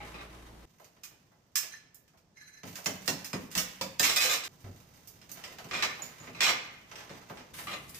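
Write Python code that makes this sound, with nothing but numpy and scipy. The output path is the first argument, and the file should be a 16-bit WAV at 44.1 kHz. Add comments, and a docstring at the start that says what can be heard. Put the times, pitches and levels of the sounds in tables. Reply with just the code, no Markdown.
"""Prising tiles off a kitchen wall

Tiles are hammered and prised off in a bare kitchen, in five stretches of work joined by hard cuts.
Blows, glaze, mortar and shards are fracture pulses that ring resonances and broken pieces, heard through a hard room.
Clear notes are decaying sines, the blade squeak is stick-slip through steel modes, grit is random clicks.
A motor hum under the first stretch is steady sines; room tone and rumble are shaped noise."""
import sys
import numpy as np
from scipy import signal
from scipy.fft import rfft, irfft, next_fast_len
from scipy.io import wavfile

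SR = 44100
rng = np.random.default_rng(int(sys.argv[2]) if len(sys.argv) > 2 else 0)


def file_out(sig):
    """Save sig as 16-bit WAV at sys.argv[1]."""
    # one column per channel
    cols = np.atleast_2d(sig).T
    # limit, then scale
    lim = np.clip(cols, -1, 1)
    pcm = np.round(lim * 32767).astype(np.int16)
    wavfile.write(sys.argv[1], SR, pcm)


N = 352359
EDGES_HZ = np.geomspace(24, 17000, 20)   # half-octave bands
CENTRES_HZ = np.sqrt(EDGES_HZ[1:] * EDGES_HZ[:-1])
TAIL_S = np.arange(int(.9 * SR)) / SR   # time axis of one hit
LEAD_S = .004   # splitting ahead of each contact
TILT_HZ = 2400   # pivot of every tilt: a harder contact sounds brighter


def from_db(db):
    """Decibels to amplitude gain."""
    return 10 ** (np.asarray(db) / 20)


def at_hz(points, hz):
    """Interpolate a (Hz, value) table on a log-frequency axis."""
    known_hz, values = np.transpose(points)
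    return np.interp(np.log(np.maximum(hz, 1)), np.log(known_hz), values)


def band(x, k):
    """Band k of the half-octave bank."""
    sos = signal.butter(2, EDGES_HZ[k:k + 2], "band", fs=SR, output="sos")
    return signal.sosfilt(sos, x + 1e-18)


def split_filter(x, hz, kind):
    """Third-order low or high pass."""
    return signal.sosfilt(signal.butter(3, hz, kind, fs=SR, output="sos"), x + 1e-18)


def dying(t60_s):
    """Exponential envelope that loses 60 dB in t60_s."""
    return np.exp(-np.log(1000) * TAIL_S / t60_s)


def ringing(x, modes):
    """Sum of two-pole resonances excited by x; a narrower mode rings longer."""
    out = np.zeros_like(x)
    for hz, width_hz, db in modes:
        radius = np.exp(-np.pi * width_hz / SR)
        poles = [1, -2 * radius * np.cos(2 * np.pi * hz / SR), radius * radius]
        gain = from_db(db) * (1 - radius * radius) / 2
        out += gain * signal.lfilter([1, 0, -1], poles, x + 1e-18)
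    return out


# Hard cuts between stretches, outer ends included: times in seconds.
CUTS_S = [0, .655, 2.626, 4.48, 7.525, 8]


def add(track, s, sound):
    """Lay a sound in at time s; it stops at the next cut."""
    s = max(s, 0)
    start = int(s * SR)
    next_cut_s = CUTS_S[np.searchsorted(CUTS_S, s, "right")]
    stop = min(start + sound.shape[1], int(next_cut_s * SR), N)
    track[:, start:stop] += sound[:, :stop - start]


def diffuse(k, size, alike_hz=450):
    """Stereo noise in one band: long waves reach both microphones alike."""
    alike = 1 / (1 + (CENTRES_HZ[k] / alike_hz) ** 2)
    mid, side = band(rng.standard_normal((2, size)), k)
    return np.sqrt((1 + alike) / 2) * mid + np.sqrt((1 - alike) / 2) * side * [[1], [-1]]


# Reverberation of the corner being worked on. Each row: frequency in Hz, t60 in seconds.
CORNER_T60 = [(190, 0.5), (700, .26), (2400, 0.19), (6200, 0.18), (12500, 0.22)]
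# Reverberation of the whole room. Each row: frequency in Hz, t60 in seconds.
ROOM_T60 = [(190, 1), (700, 0.81), (2400, 0.75), (6200, 0.48), (12500, 0.33)]
# Straight path over the reflections. Each row: frequency in Hz, ratio in dB.
DIRECT = [(150, -8.5), (700, -29.5), (2400, -12), (9000, -18)]


def path(room_db=-11.0, build_cycles=0.99):
    """Banded response from one spot to the microphones: straight path, near walls, whole room."""
    click = np.zeros((2, len(TAIL_S)))
    click[[0, 1], rng.integers(size=2, low=0, high=6)] = 1   # arrival delay per side, samples
    bands = []
    for k, hz in enumerate(CENTRES_HZ):
        corner = dying(at_hz(CORNER_T60, hz))
        room = from_db(room_db) * dying(at_hz(ROOM_T60, hz))
        build_up = 1 - np.exp(-TAIL_S * hz / build_cycles)   # low notes take longer to fill the room
        echoes = diffuse(k, len(TAIL_S)) * np.hypot(corner, room) * build_up
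        straight = band(click, k) * (-1) ** k
        echoes *= np.linalg.norm(straight) / np.linalg.norm(echoes)
        direct = from_db(at_hz(DIRECT, hz))
        bands.append((echoes + direct * straight) / np.hypot(1, direct))
    return np.array(bands)


def crumbs(size, per_s, spread_db):
    """Clicks at random moments, of uneven strength and either sign."""
    strength = from_db(spread_db * np.clip(rng.standard_normal(size), -2, 2))
    return (rng.random(size) < per_s / SR) * strength * rng.choice([-1, 1], size)


def fracture(crumble_s, grains_per_s, equal_s, spread_db, lead_db=-17, crumb_hz=330):
    """Faint splitting, main contact, then breaks bringing the contact's energy again every equal_s."""
    t = TAIL_S[:len(TAIL_S) // 2] - LEAD_S
    contact = np.zeros(len(t))
    contact[int(LEAD_S * SR)] = 1
    splitting = rng.standard_normal(len(t)) * (t < 0) * (1 + t / LEAD_S)
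    breaks = crumbs(len(t), grains_per_s, spread_db) * (t > 0) * (t < crumble_s)
    force = contact + from_db(lead_db) * splitting / np.linalg.norm(splitting)
    force += breaks / (np.linalg.norm(breaks) + 1e-9) * np.sqrt(max(crumble_s, 0) / equal_s)
    # crumbs are too light to move the wall: bass from the main contact alone
    thud = split_filter(contact, crumb_hz, "low")
    return thud + split_filter(force / np.linalg.norm(force), crumb_hz, "high")


# Colour shared by all hits; the wall radiates deep bass poorly. Each row: frequency in Hz, gain in dB.
HIT_COLOUR = [(30, -26), (60, -13.5), (100, -5.5), (170, 1.5), (350, -2.5), (520, 3), (800, -1),
              (1200, 1.5), (1600, 1.5), (2300, 0)]


def hits(table, colour, spots, body, piece_db, grains_per_s, equal_s, spread_db, close_db,
         piece_width_hz=70, count=8, straight_s=0.0017):
    """Each hit rings its body and a broken piece with modes of its own, then fills the room."""
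    out = np.zeros((2, N))
    sharpen = 1 + from_db(close_db) * np.exp(-TAIL_S / straight_s)   # close hits arrive more sharply
    tilt_octaves = np.log2(np.maximum(CENTRES_HZ, colour[0][0]) / TILT_HZ)
    colour_db = at_hz(colour, CENTRES_HZ) + at_hz(HIT_COLOUR, CENTRES_HZ)
    for i, (s, crumble_s, db, tilt) in enumerate(table):
        piece_hz = np.geomspace(2100, 11000, count) * 2 ** rng.uniform(-0.261, 0.292, count)
        piece = [(hz, piece_width_hz, piece_db) for hz in piece_hz]
        force = fracture(crumble_s, grains_per_s, equal_s, spread_db)
        force = force + ringing(force, list(body) + piece)
        gains = from_db(db + tilt * tilt_octaves + colour_db)
        response = np.tensordot(gains, spots[i % len(spots)], 1) * sharpen
        add(out, s - LEAD_S, signal.fftconvolve(response, force[None], axes=1))
    return out


# Hammer on tile. Each row: contact in seconds, crumbling time in seconds, relative level in dB,
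# tilt in dB per octave.
BLOWS = [(2.633, 0.013, -13, -4), (2.8595, 0.0072, 5, -0.5), (3.078, 0.013, 7.5, 0.2),
         (3.331, 0.0062, -1, -3), (3.552, 0.056, 3.5, 1), (3.812, 0.0072, 1, -.2),
         (3.996, 0.028, 8.5, 1.75)]
# Spectrum of a blow. Each row: frequency in Hz, gain in dB.
BLOW_COLOUR = [(190, 6.5), (700, 5), (2400, -1), (6200, -3.5), (12500, -12)]
# Wall resonances. Each row: frequency in Hz, width in Hz, gain in dB.
WALL_MODES = [(99.5, 9.1, 3), (142.5, 11, -10), (187, 18, 4), (243, 5.5, -5), (274.6, 26, 1)]


def hammer_blows(spots):
    """Hammer blows thud in the low modes of the wall, with dense crumbling."""
    return from_db(-1.47) * hits(BLOWS, BLOW_COLOUR, spots, WALL_MODES, piece_db=5.5,
                                 grains_per_s=1500, equal_s=.055, spread_db=3.5, close_db=-2.5)


# Pieces of a shattering tile. Each row: contact in seconds, crumbling time in seconds,
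# relative level in dB, tilt in dB per octave.
SHATTERS = [(4.03, 0.031, 14, .5), (4.062, .037, 11.5, -1.5), (4.095, 0.048, 6, 0), (4.161, .018, 11.5, .7),
            (4.205, 0.058, 14, 0), (4.245, 0.043, 6.5, -2.5), (4.295, 0.051, 11.5, -0.5),
            (4.33, 0.036, 4, -0.5), (4.437, .016, -2, -0.5)]
# Spectrum of a shattering piece. Each row: frequency in Hz, gain in dB.
SHATTER_COLOUR = [(190, -13), (500, -4.5), (1000, -4), (2400, -0.5), (6200, -4.5), (12500, -12)]
# Tile resonances, shared with falling pieces. Each row: frequency in Hz, width in Hz, gain in dB.
TILE_MODES = [(1200, 87, -0.5), (2150, 130, -2), (2424, 130, 3), (2650, 42, -9.5), (3040, 80, -5),
              (3500, 38, 4.5), (3970, 110, 4.5), (4780, 50, -11), (5500, 100, 1), (7290, 87, 5)]


def shattering_tile(spots):
    """A tile shatters piece after piece, each break ringing the tile modes."""
    return from_db(-2.1) * hits(SHATTERS, SHATTER_COLOUR, spots, TILE_MODES, piece_db=0.0,
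                                grains_per_s=260, equal_s=0.01, spread_db=3.0, close_db=-13)


# Pieces land and skitter below. Each row: contact in seconds, crumbling time in seconds,
# relative level in dB, tilt in dB per octave.
FALLS = [(.004, 0.029, -9.5, -5), (.143, 0.071, -4.5, -3.5), (5.711, 0.034, 5.5, -2), (5.735, 0.08, 7, -1),
         (5.8245, 0.0094, 13, 0), (6.021, 0.034, -16, 10), (6.201, 0.071, -16, -6.5),
         (6.272, 0.011, -10, -6), (6.348, 0.059, -5, -3), (6.406, 0.031, 16, 1.2),
         (6.432, 0.027, 12.5, 2.5), (6.465, 0.043, 16.5, 0), (7.671, 0.051, 3, -2), (7.73, 0.021, 0.5, -1)]
# Spectrum of a landing. Each row: frequency in Hz, gain in dB.
FALL_COLOUR = [(120, -8.5), (250, -5.5), (700, -2.5), (2400, 0), (6200, -11), (10000, -22.5),
               (14000, -25.5)]


def falling_pieces(spots):
    """Landing pieces ring the tile modes, with sparse uneven breaks."""
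    return from_db(-2.0) * hits(FALLS, FALL_COLOUR, spots, TILE_MODES, piece_db=1.0,
                                grains_per_s=260, equal_s=0.016, spread_db=4.5, close_db=-19)


# Glaze snaps as a tile gives way. Each row: contact in seconds, crumbling time in seconds,
# relative level in dB, tilt in dB per octave.
SNAPS = [(.844, .002, -23, -3.5), (1.035, 0.022, -10, -2.5), (1.556, 0.027, 6.5, -1),
         (1.945, 0.0033, -34.5, 5.5), (2.079, 0.0025, -29, -5.5), (2.174, 0.0018, -29, -5),
         (2.756, 0.012, -4.5, -5), (2.844, .002, -22, 1.5), (3.058, 0.016, -19, 1),
         (3.245, 0.019, -6.5, -2), (3.514, 0.022, -10.5, -3.5), (3.577, 0.0214, 8, -3),
         (5.074, .002, -24.5, 3), (5.294, 0.01, -18, -2.5), (5.316, .002, -18.5, 2.5),
         (7.893, .002, -25, 4), (7.945, 0.054, -9, -1.5)]
# Spectrum of a snap. Each row: frequency in Hz, gain in dB.
SNAP_COLOUR = [(190, -31), (850, -17), (1250, -5.5), (2400, -0.5), (3300, -3), (5200, 1), (8500, 1),
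               (12500, 0)]


def glaze_snaps(spots):
    """Brittle glaze releases short bright fractures with little bass."""
    return from_db(-1.2) * hits(SNAPS, SNAP_COLOUR, spots, [], piece_db=0.5,
                                grains_per_s=550, equal_s=0.042, spread_db=2.5, close_db=-13)


# Mortar under hand and blade. Each row: contact in seconds, crumbling time in seconds,
# relative level in dB, tilt in dB per octave.
CRUNCHES = [(.966, .002, -26, -3), (1.11, .006, -24, -4.5), (1.63, 0.012, -4, 2), (5.215, 0.0035, -15.5, 2),
            (5.36, 0.06, -13, -2), (5.439, .01, -1, 1.6), (5.585, 0.011, -6, 1), (6.914, 0.014, -6.5, -0.5),
            (6.956, 0.086, -2.5, 0.5), (7.094, 0.054, -7.5, 0), (7.298, 0.014, -10, -5.5),
            (7.372, 0.027, -7.5, -1), (7.407, .004, -13, -2), (7.54, 0.052, -8.5, 3),
            (7.586, 0.035, -3, .5)]
# Spectrum of a crunch. Each row: frequency in Hz, gain in dB.
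CRUNCH_COLOUR = [(190, -2.5), (700, 1), (2400, -1.5), (6200, -13), (12500, -27)]


def mortar_crunches(spots):
    """Mortar crumbles in sparse uneven breaks, dull in the treble."""
    return from_db(-2.0) * hits(CRUNCHES, CRUNCH_COLOUR, spots, [], piece_db=-1.5,
                                grains_per_s=300, equal_s=0.068, spread_db=4, close_db=-13)


# Loose tiles knock. Each row: contact in seconds, crumbling time in seconds,
# relative level in dB, tilt in dB per octave.
BUMPS = [(.798, 0.0025, -22, 1), (1.317, 0.03, -33, 0.5), (2.135, .019, -34, 0), (2.783, .003, -17, 2.5),
         (5.585, 0.013, -16, 0.5), (5.99, 0.027, -14.5, 0.5), (7.298, .012, -14.5, 0)]
# Spectrum of a knock. Each row: frequency in Hz, gain in dB.
BUMP_COLOUR = [(190, 2), (450, 14.5), (750, 20), (1200, 11), (2400, -5.5), (6200, -16), (12500, -13)]


def hollow_bumps(spots):
    """Loose tiles knock hollowly, strongest around 750 Hz."""
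    return from_db(-2.3) * hits(BUMPS, BUMP_COLOUR, spots, [], piece_db=7,
                                grains_per_s=470, equal_s=0.047, spread_db=3.0, close_db=-16)


# Hands and heavy pieces on the wall. Each row: contact in seconds, crumbling time in seconds,
# relative level in dB, tilt in dB per octave.
THUDS = [(4.642, 0.034, -18.5, -1), (5.294, .013, -24, .5), (5.5, 0.073, -19, 1.5),
         (5.645, 0.041, -19.5, -1), (6.021, .045, -20.5, -0.5), (6.201, 0.056, -21.5, 0.5),
         (7.1, .02, -15.5, 0)]
# Spectrum of a thump. Each row: frequency in Hz, gain in dB.
THUD_COLOUR = [(70, 23), (200, 22.5), (700, 12.5), (2400, -0.5), (6200, -11), (12500, -25)]


def wall_thumps(spots):
    """Soft heavy contacts put most of their energy in the bass."""
    return from_db(-1.8) * hits(THUDS, THUD_COLOUR, spots, [], piece_db=2,
                                grains_per_s=550, equal_s=0.059, spread_db=0.5, close_db=-18)


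# Clear notes. Each row: start in seconds, frequency in Hz, level before the dry/wet mix in dB,
# t60 in seconds.
NOTES = [(.004, 830, -38, 0.19), (.004, 1540, -49.5, 0.85), (.004, 2180, -46, .4),
         (1.557, 1710, -39.5, 0.42), (1.557, 5300, -30, 0.17), (1.56, 6140, -36, 0.17),
         (1.738, 1780, -37, 0.055), (2.372, 2110, -43, 0.042), (2.86, 7010, -29, 0.047),
         (3.078, 5900, -32, 0.064), (3.572, 184, -29, 0.24), (3.577, 5770, -30, 0.084),
         (3.812, 535, -27.5, 0.13), (3.812, 957, -24, 0.04), (3.998, 48, -41, .16),
         (4.165, 4964, -22.5, 0.16), (4.18, 2515, -28, 0.36), (4.247, 510, -31.5, 0.15),
         (4.642, 97, -33.5, 0.16), (5.912, 2130, -35, 0.11), (6.021, 6880, -33, 0.078),
         (6.201, 6870, -44.5, 0.1), (6.465, 2384, -36, 0.82), (7.671, 1170, -33, 0.06)]


def clinks(spots, dry_db=-5, wet_db=-4):
    """Free pieces and hollow patches ring on as decaying sines, dry and through the room."""
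    out = np.zeros((2, N))
    rooms = [spot.sum(0) for spot in spots]
    for i, (s, hz, db, t60_s) in enumerate(NOTES):
        note = from_db(db) * np.sin(2 * np.pi * hz * TAIL_S) * dying(t60_s)
        echo = signal.fftconvolve(rooms[i % len(rooms)], note[None], axes=1)[:, :len(TAIL_S)]
        add(out, s, from_db(dry_db) * note + from_db(wet_db) * echo)
    return out


# Blade slips behind a tile. Each row: peak in seconds, level before the room in dB.
SLIPS = [(1.723, -48), (1.742, -56), (2.374, -54), (2.414, -49.5), (2.474, -49), (2.535, -50.5),
         (2.576, -50.5)]
# Blade resonances. Each row: frequency in Hz, width in Hz, gain in dB.
BLADE_MODES = [(1738, 96, -0.5), (2020, 220, -9), (4055, 46, 0.5), (5270, 32, -11.5), (6170, 30, -3.5),
               (7170, 95, -27), (9100, 32, -13), (11500, 110, -17), (13020, 66, -33)]


def squeak(spot, slips_per_s=900, spread_db=3, rise_s=0.011, fall_s=0.011):
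    """The steel blade sticks and slips on the tile edge, and sings in its own modes."""
    t = np.arange(N) / SR
    pressure = np.zeros(N)
    for s, db in SLIPS:
        pressure += from_db(db) * np.exp(-np.maximum((s - t) / rise_s, (t - s) / fall_s))
    song = ringing(crumbs(N, slips_per_s, spread_db), BLADE_MODES)
    source = song / song.std() * pressure + 1e-18
    return signal.oaconvolve(source[None], spot.sum(0), axes=1)[:, :N]


# Runs of loose grit. Each row: start in seconds, level before colour and room in dB,
# tilt in dB per octave, fading in dB per second.
TRICKLES = [(0, -47, 1.5, 10.5), (.66, -61, 4, 16.5), (2.63, -47, 4.5, 4), (4.485, -57.5, 4.5, 5.5),
            (5.349, -47, 2.5, 5), (6.92, -47.5, 0.5, 20.5), (7.528, -41.5, 7, 40)]
# Spectrum of grit. Each row: frequency in Hz, gain in dB.
GRIT_COLOUR = [(60, -7), (300, 4), (800, 8.5), (2400, 0), (6200, -13.5), (10000, -16.5), (14500, -22)]


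def grit(spot, grains_per_s=170, spread_db=5):
    """Crumbs of mortar patter down the wall as random clicks, in fading runs."""
    out = np.zeros((2, N))
    t = np.arange(N // 2) / SR
    tilt_octaves = np.log2(np.maximum(CENTRES_HZ, 500) / TILT_HZ)
    for s, db, tilt, fading_db_per_s in TRICKLES:
        grains = crumbs(len(t), grains_per_s, spread_db)
        grains = grains / grains.std() * from_db(db - fading_db_per_s * t)
        gains = from_db(tilt * tilt_octaves + at_hz(GRIT_COLOUR, CENTRES_HZ))
        response = np.tensordot(gains, spot, 1)[:, :len(TAIL_S) // 4]
        add(out, s, signal.oaconvolve(grains[None], response, axes=1))
    return out


# Motor hum. Each row: frequency in Hz, RMS level in dB.
HUM = [(57, -55.5), (115, -65), (320, -66.5)]


def hum():
    """A motor drones as steady sines during the first stretch."""
    t = np.arange(N) / SR
    drone = np.zeros(N)
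    for hz, db in HUM:
        drone += np.sqrt(2) * from_db(db) * np.sin(2 * np.pi * (hz * t + rng.random()))
    return drone * (t < CUTS_S[1])


# Room tone spectrum. Each row: frequency in Hz, gain in dB.
ROOM_TONE = [(30, -14), (60, -2.5), (150, 5.5), (300, -8), (700, -11), (2400, -23.5), (6200, -24),
             (15000, -64)]
# Building rumble spectrum. Each row: frequency in Hz, gain in dB.
RUMBLE = [(28, -6), (40, -16), (58, -12), (85, -29), (150, -30), (300, -12), (700, -20), (3000, -35.5)]


def air(tone_db, rumble_db):
    """Room tone and building rumble: banded noise, steady within each stretch."""
    tone, rumble = from_db(tone_db), from_db(rumble_db)
    out = np.zeros((2, N))
    for k, hz in enumerate(CENTRES_HZ):
        level = tone * from_db(at_hz(ROOM_TONE, hz)) + rumble * from_db(at_hz(RUMBLE, hz))
        out += diffuse(k, N) * level
    return out


# Left microphone response. 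Each row: frequency in Hz, gain in dB.
LEFT_MIC = [(1000, -1.5), (4000, -0.5), (5200, -4), (6400, -4), (7600, -3.5), (9500, 0.5), (11500, -10.5),
            (13500, 1.5), (15500, -16)]
# Right microphone response, two strong treble peaks. Each row: frequency in Hz, gain in dB.
RIGHT_MIC = [(1000, -1), (4000, 1.5), (5300, 7.5), (6600, 9), (8200, 2.5), (10000, 0.5), (11500, -3),
             (13300, 12.5), (15500, 7.5)]


def microphones(x, facing):
    """Blend in each microphone's colour as the work faces the right one more squarely."""
    size = next_fast_len(N + len(TAIL_S))
    hz = np.arange(size // 2 + 1) * SR / size
    response = from_db([at_hz(LEFT_MIC, hz), at_hz(RIGHT_MIC, hz)])
    coloured = irfft(rfft(x, size) * response, size)[:, :N]
    return x + facing * (coloured - x)


# Stretches between cuts. Each row: room tone gain in dB, rumble gain in dB,
# how squarely the work faces the right microphone from 0 to 1.
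STRETCHES = [(-42.5, -32.5, 0.06), (-51, -54, 0.83), (-52, -96, 0.82), (-44, -46.5, 0.86), (-39, -41, 0.04)]


def scene(count=7):
    """Hammer, blade and falling pieces at several spots in the room, over hum and air."""
    stretch = np.searchsorted(CUTS_S, np.arange(N) / SR, "right") - 1
    tone_db, rumble_db, facing = np.array(STRETCHES)[stretch].T
    spots = [path() for _ in range(count)]
    work = hammer_blows(spots) + shattering_tile(spots) + falling_pieces(spots)
    work += glaze_snaps(spots) + mortar_crunches(spots)
    work += hollow_bumps(spots) + wall_thumps(spots)
    work += clinks(spots) + squeak(spots[1]) + grit(spots[0])
    return microphones(work + hum() + air(tone_db, rumble_db), facing)


def record(dry, cutoff_hz=15250):
    """Steep elliptic low pass: 0.2 dB ripple, 80 dB stopband."""
    return signal.sosfilt(signal.ellip(10, .2, 80, cutoff_hz, fs=SR, output="sos"), dry)


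dry = scene()
out = record(dry)
file_out(out)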